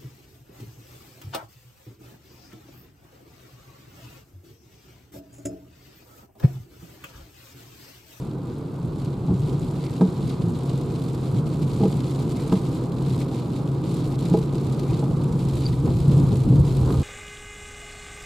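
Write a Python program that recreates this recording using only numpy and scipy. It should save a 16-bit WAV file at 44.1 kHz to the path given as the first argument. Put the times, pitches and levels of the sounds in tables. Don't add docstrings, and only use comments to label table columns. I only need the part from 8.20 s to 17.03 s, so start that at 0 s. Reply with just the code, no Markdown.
import sys
import numpy as np
from scipy import signal
from scipy.fft import rfft, irfft, next_fast_len
from scipy.io import wavfile
from scipy.ndimage import uniform_filter1d

SR = 44100
rng = np.random.default_rng(int(sys.argv[2]) if len(sys.argv) > 2 else 0)


def boost_factor(decibels):
    exponent = np.asarray(decibels, float) / 20
    return 10 ** exponent


def persist_wave(psi):
    counts = np.round(np.clip(psi, -1, 1) * 32767).astype(np.int16)
    wavfile.write(sys.argv[1], SR, np.atleast_2d(counts).T)


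N = 389403


def rolling():
    # f/Hz, density/dB per Hz
    cabin = [(12, -51), (20, -18), (86, -11), (117, -5.5), (135, -8), (253, -9.5), (375, -6), (405, -15),
             (439, -15), (484, -17.5), (589, -26), (823, -30), (1220, -30.5), (1740, -49), (2200, -51),
             (2860, -54), (4840, -120)]
    # f/Hz, width/Hz, lift/dB
    panels = [(136.3, 28, 17), (170, 11.7, 10.5), (224.5, 2.8, 1), (362, 80, -6), (433, 10, 0.5),
              (702, 24, 4), (810, 59, 5), (963, 120, 4.5)]
    hz, both = coloured(*rng.standard_normal((2, N)), cabin)
    for peak_hz, width_hz, lift_db in panels:
        both = both * boost_factor(lift_db / (1 + (2 * (hz - peak_hz) / width_hz) ** 2))
    deep, low, boom, roar = [1 / (1 + (hz / edge_hz) ** 8) for edge_hz in (55, 95, 210, 580)]
    shake_gain, rumble_gain, boom_gain, roar_gain, upper_gain = road()
    grain = boost_factor(0.5 * drift(34))
    out = shake_gain * heard(both * deep)
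    out += rumble_gain * evened(heard(both * (low - deep)), span_s=0.08, share=1.0)
    out += boom_gain * evened(heard(both * (boom - low)), span_s=0.067, share=0.99)
    tread = roar_gain * heard(both * (roar - boom))
    tread += upper_gain * heard(both * (1 - roar))
    return out + grain * tread


def road():
    # t/s, v/(km/h)
    speed = [(0, 32.6), (1, 36.7), (2, 44.5), (3.4, 47.3), (4.4, 51.2), (5.8, 46.8), (6.9, 54), (7.6, 41.2),
             (8.83, 51.4)]
    # t/s, level/dB
    roughness = [(0.0, -30.5), (0.42, -33), (1.28, -24.5), (1.72, -28.5), (3.34, -25.5), (4.3, -26.5),
                 (4.92, -27.5), (5.24, -27.5), (6.05, -23.5), (6.69, -26), (6.91, -21), (7.35, -25.5),
                 (7.97, -18.5), (8.83, -24)]
    # t/s, boom/dB, length/s
    ridges = [(0.644, -21, 0.0073), (0.87, -27, 0.027), (1.124, -27, 0.018), (1.222, -23, 0.027),
              (1.34, -26, 0.03), (2.047, -24.5, 0.044), (2.253, -22, 0.039), (2.527, -24.5, 0.046),
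              (3.168, -21, 0.048), (3.283, -25, 0.014), (3.438, -20, 0.028), (3.624, -18.5, 0.011),
              (3.77, -25.5, 0.079), (4.015, -26.5, 0.048), (4.353, -31, 0.017), (4.48, -25, 0.026),
              (4.908, -24, 0.1), (5.516, -27, 0.052), (6.138, -24, 0.018), (6.504, -23.5, 0.019),
              (6.716, -24.5, .04), (7.054, -23, 0.014), (7.146, -23, .02), (7.261, -12, 0.0083),
              (7.502, -21.5, .025), (7.797, -29, 0.0094), (7.897, -14.5, 0.02), (7.998, -14, 0.032),
              (8.113, -23, 0.014), (8.351, -14, 0.062)]
    # t/s, rumble/dB, length/s
    rumble_swells = [(0.688, -30, 0.012), (1.125, -23, 0.017), (1.23, -38, .03), (2.322, -36, 0.018),
                     (3.57, -37, 0.05), (4.96, -34, 0.036), (6.47, -32, 0.022), (6.717, -31, 0.022),
                     (7.35, -30, 0.072), (7.687, -33, 0.093), (7.94, -23, 0.013), (8.16, -34, .025),
                     (8.414, -17.5, 0.018), (8.615, -21, 0.04), (8.725, -26, 0.033), (8.79, -20, .015)]
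    # t/s, roar/dB, upper roar/dB, length/s
    patches = [
        (1.113, -35, -53, 0.034),
        (1.318, -31.5, -47, .04),
        (6.257, -35, -65, 0.19),
        (7.679, -23.5, -41, 0.031),
        (7.907, -33, -51, 0.024),
        (7.992, -30.5, -42.5, 0.08),
        (8.136, -29.5, -49, 0.017),
        (8.355, -29, -50, 0.083),
        (8.702, -29, -39, 0.04),
    ]
    doublings = np.log2(in_time(speed)[0] / 45)
    rough_db, = in_time(roughness)
    mean_db = rough_db.mean()
    swing_db = rough_db - mean_db
    deep_db = 6.5 * new_road()

    shake = boost_factor(mean_db + 0.55 * swing_db - 21.5 + deep_db)

    s, db, length_s = np.transpose(rumble_swells)
    rumble = boost_factor(mean_db + 0.76 * swing_db - 15.5 + deep_db)
    rumble = np.hypot(rumble, swells(s, boost_factor(db), length_s))

    s, db, length_s = np.transpose(ridges)
    boom = np.hypot(boost_factor(rough_db - 2), swells(s, boost_factor(db), length_s))

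    s, roar_db, upper_db, length_s = np.transpose(patches)
    roar = boost_factor(-32 + 7.5 * doublings + 0.093 * swing_db)
    roar = np.hypot(roar, swells(s, boost_factor(roar_db), length_s))
    upper = np.hypot(boost_factor(-45.5 + 8 * doublings), swells(s, boost_factor(upper_db), length_s))
    return shake, rumble, boom, roar, upper


def new_road():
    start_s, fade_s = 7.3, 0.15
    return 1 / (1 + np.exp((start_s - np.arange(N) / SR) / fade_s))


def spray():
    # f/Hz, density/dB per Hz
    water = [(1090, -18), (1850, -12), (2150, -6.5), (2940, -6), (4090, -1.5), (5890, -11), (7500, -5.5),
             (9540, -11.5), (11700, -14), (14200, -23), (15600, -33)]
    # t/s, level/dB
    wetness = [(0.0, -56.5), (0.1, -67), (1.67, -55), (3.37, -54.5), (3.51, -52), (4.6, -53), (4.7, -58),
               (4.84, -52), (5.61, -59.5), (5.68, -53.5), (7.16, -53), (7.38, -53), (7.57, -54),
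               (8.83, -51.5)]
    # t/s, change/dB, length/s
    strips = [(.1, 3.5, 0.033), (0.33, 5, 0.097), (0.823, 4.5, 0.068), (1.287, 4, 0.058), (2.11, 5, 0.038),
              (2.22, -2.5, 0.098), (3.25, -6, 0.034), (3.46, -5, 0.01), (4.363, 4, 0.023),
              (4.734, -5, 0.034), (5.019, 9, 0.017), (5.08, -6.5, 0.05), (5.172, 5, .03), (5.3, -1, .04),
              (5.37, 4.5, 0.027), (5.52, 0.5, 0.09), (5.756, 4.5, 0.052), (5.964, 6, 0.0084),
              (5.972, -15, 0.0073), (6.094, 5, 0.024), (6.296, -4.5, 0.043), (6.942, -5.5, .06),
              (7.133, -6, 0.038), (7.43, 4, 0.054), (7.63, -1.5, .05), (7.925, 2.5, 0.07),
              (8.287, -4, 0.08), (8.418, -4.5, 0.02), (8.472, 1.5, 0.051)]
    lumps = slugs(70, spread_db=1.5, decay_s=0.0029)
    drops = slugs(500, spread_db=3.5, decay_s=0.00063)
    gate = 1.1 + 0.45 * lumps + 0.41 * drops
    gate = rms_one(gate * boost_factor(0.48 * drift(25)))
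    change_db = swells(*np.transpose(strips))
    spray_db = in_time(wetness)[0] + change_db
    bright_db = -5.5 - 0.13 * change_db + 1.5 * new_road()
    sheet = boost_factor(spray_db + 1.5) * gate
    heavy = splats()

    hz, both = coloured(*rng.standard_normal((2, N)), water)
    dull = 1 / (1 + (hz / 6000) ** 8)
    body = heard(both * dull) * boost_factor(1.3 * drift(60))
    ticks = rms_one(0.5 + 0.24 * slugs(150, spread_db=2.5, decay_s=0.00062))
    fizz = heard(both * (1 - dull)) * boost_factor(bright_db + 0.9 * drift(30)) * ticks
    return np.hypot(sheet, heavy) * body + np.hypot(sheet, boost_factor(-2.5) * heavy) * fizz


def slugs(per_s, spread_db, decay_s):
    sizes = boost_factor(spread_db * np.minimum(rng.exponential(1, N), 3))
    hits = sizes * (rng.random(N) < per_s / SR)
    return rms_one(signal.lfilter([1], [1, -np.exp(-1 / (decay_s * SR))], hits))


def splats():
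    # t/s, peak/dB
    big_slugs = [(1.639, -30), (1.809, -27.5), (2.0926, -38), (2.2189, -40), (2.4942, -29.5), (2.7087, -42),
                 (3.267, -32), (3.4216, -44.5), (3.6364, -29), (3.9514, -34), (4.3237, -26), (4.5501, -35),
                 (4.7187, -36), (4.784, -35.5), (5.0828, -34), (5.1133, -35), (5.8735, -35), (5.9898, -31),
                 (6.0257, -31), (6.0576, -31.5), (6.136, -29), (6.2936, -39), (6.595, -32.5),
                 (7.1234, -32.5), (7.3647, -42), (7.4634, -34), (7.5308, -37), (7.9159, -28), (8.4472, -41),
                 (8.5669, -33)]
    s, peak_db = np.transpose(big_slugs)
    hits = np.zeros(N)
    hits[np.round(s * SR).astype(int)] = boost_factor(peak_db - 13.5)
    return signal.lfilter([1], [1, -np.exp(-1 / (0.0099 * SR))], hits)


def wipers():
    # t/s, peak/dB, bulkhead/dB, linkage/dB, arm/dB
    thumps = [(1.084, -28.5, 14.5, -2, -23), (1.113, -24, 10, -16, -22), (1.811, -12.5, 6, -10, -10.5),
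              (1.821, -13, -9, -24, -16), (1.832, -21, 4.5, -20, -18), (1.851, -25, 5, -16, -20),
              (3.607, -14.5, 6, -14, -28), (3.632, -15.5, -3, -5, -24), (3.642, -18, 5.5, -11, -24),
              (3.655, -14, -7, -19, -18), (4.323, -12.5, 5, -12, -9.5), (4.334, -19.5, -14, -31, -8),
              (6.116, -22.5, 12, -12, -23), (6.14, -8.5, -7, -10.5, -22), (6.174, -14.5, -4, -22, -28),
              (6.353, -23, -4, -22, -26), (6.753, -35, 3, -5, -17), (6.826, -26, 8, -2, -11),
              (7.82, -29, 3, -14, -23), (8.677, -34, -16, -22, -24), (8.704, -19.5, 5, -15, -9),
              (8.74, -29, -8, -9, -1)]
    # f/Hz, level/dB, t60/s
    parts = [
        [(339, 2, 0.028), (439, -1.5, 0.049)],
        [(187.4, -3, 0.088), (263, -2.5, 0.024)],
        [(640, -5, 0.052), (825, -0.5, 0.039)],
        [(960, 8.5, 0.026), (1227, 3, 0.025), (1586, -4, 0.014)],
    ]
    push_s = 0.011
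    out, t = np.zeros(N), np.arange(round(0.25 * SR)) / SR
    pushes = rng.standard_normal((len(thumps), len(t)))
    for push, (s, peak_db, *parts_db) in zip(pushes, thumps):
        push = push * np.exp(-(t / push_s) ** 2)
        push[0] += 45
        knock = 0
        for level_db, modes in zip([0, *parts_db], parts):
            part = 0
            for hz, db, t60 in modes:
                part = part + boost_factor(db) / t60 * ring(ring(push, hz, t60), hz, t60)
            knock = knock + boost_factor(peak_db + level_db - 1.0) * part / np.abs(part).max()
        at = round((s - 0.002) * SR)
        out[at:at + len(t)] += knock[:N - at]
    return signal.sosfilt(signal.butter(2, 110, "high", fs=SR, output="sos"), out)


def ring(x, hz, t60):
    r, w = boost_factor(-60 / (t60 * SR)), 2 * np.pi * hz / SR
    return signal.lfilter([0, np.sin(w)], [1, -2 * r * np.cos(w), r * r], x + 1e-18)


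def squeaks():
    # t/s, peak/dB, f/Hz, waver/Hz, length/s
    notes_sung = [
        (1.663, -53, 2070, 170, .025),
        (4.2, -51, 2160, 220, 0.022),
        (5.014, -46, 2120, 250, 0.0069),
        (6.7, -51, 2170, 220, 0.021),
        (7.453, -40, 4650, 40, .002),
        (7.4575, -34, 4830, 40, .0016),
        (7.4657, -24.5, 4640, 69.5, 0.0019),
        (7.469, -37, 4770, 40, 0.0025),
        (7.482, -46, 4740, 40, 0.0037),
        (7.535, -49, 2080, 199, .005),
    ]
    t, waver, out = np.arange(N) / SR, drift(165), np.zeros(N)
    for s, peak_db, hz, waver_hz, length_s in notes_sung:
        near = slice(round((s - 0.1) * SR), round((s + 0.1) * SR))
        phase = 2 * np.pi * np.cumsum(hz + waver_hz * waver[near]) / SR
        note = np.sin(phase) + boost_factor(-26) * np.sin(2 * phase)
        out[near] += boost_factor(peak_db) * note * np.exp(-0.5 * ((t[near] - s) / length_s) ** 2)
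    return out


def wind():
    # f/Hz, density/dB per Hz
    seals = [(880, -17), (1500, 10.5), (1750, -7), (4030, -3.5), (6020, -29), (7770, -19), (9540, -28),
             (12900, -12), (15600, -26)]
    _, both = coloured(*rng.standard_normal((2, N)), seals)
    return boost_factor(-62.5) * heard(both)


def coloured(mid, side, spectrum):
    # f/Hz, side minus mid/dB
    width = [(25, -28), (60, -25), (130, -26), (250, -14.5), (500, -13.5), (1100, -5), (2200, -6),
             (4400, -9), (6000, -8.5), (7800, -1.5), (11000, 2), (15000, -7)]
    # f/Hz, left minus right/dB
    lean_db = [(60, -2), (130, 0.47), (300, -0.8), (1000, -2.7), (2200, 1.5), (4000, -1), (8000, 0.6),
               (12000, -2), (15000, -6)]
    size = next_fast_len(N)
    hz = np.arange(size // 2 + 1) * SR / size
    mid = rfft(mid, size)
    side = rfft(side, size) * boost_factor(at_hz(width, hz))
    lean = boost_factor(at_hz(lean_db, hz) / 2)
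    return hz, boost_factor(at_hz(spectrum, hz)) * np.array([(mid + side) * lean, (mid - side) / lean])


def heard(spectrum):
    x = irfft(spectrum, next_fast_len(N))[:, :N]
    return x / np.sqrt(np.mean(x.mean(axis=0) ** 2))


def evened(x, span_s, share):
    power = uniform_filter1d(x.mean(axis=0) ** 2, round(span_s * SR))
    return x * (power + 0.042) ** (-share / 2)


def swells(s, size, length_s):
    t = np.arange(0, N + 40, 40) / SR
    bells = size @ np.exp(-0.5 * ((t - s[:, None]) / np.maximum(length_s, 0.004)[:, None]) ** 2)
    return np.interp(np.arange(N) / SR, t, bells)


def drift(rate_hz):
    r = np.exp(-2 * np.pi * rate_hz / SR)
    noise = rng.standard_normal(N + SR)
    return rms_one(signal.lfilter([1], [1, -2 * r, r * r], noise)[SR:])


def rms_one(x):
    return x / np.sqrt(np.mean(x ** 2) + 1e-20)


def in_time(rows):
    s, *columns = np.transpose(rows)
    return [np.interp(np.arange(N) / SR, s, c) for c in columns]


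def at_hz(points, hz):
    point_hz, db = np.transpose(points)
    return np.interp(np.log(hz + 1), np.log(point_hz), db)


def scene():
    out = rolling() + spray() + wind()
    out += wipers() * boost_factor(np.array([[-0.2], [0.2]]))
    return out + squeaks() * boost_factor(np.array([[0.3], [-0.3]]))


def low_pass(x):
    return signal.sosfilt(signal.butter(12, 15720, fs=SR, output="sos"), x)


def record(dry):
    top = signal.cheby2(12, 50, 16400, fs=SR, output="sos")
    mix = signal.sosfilt(top, dry)
    return low_pass(mix)


dry = scene()
out = record(dry)
persist_wave(out)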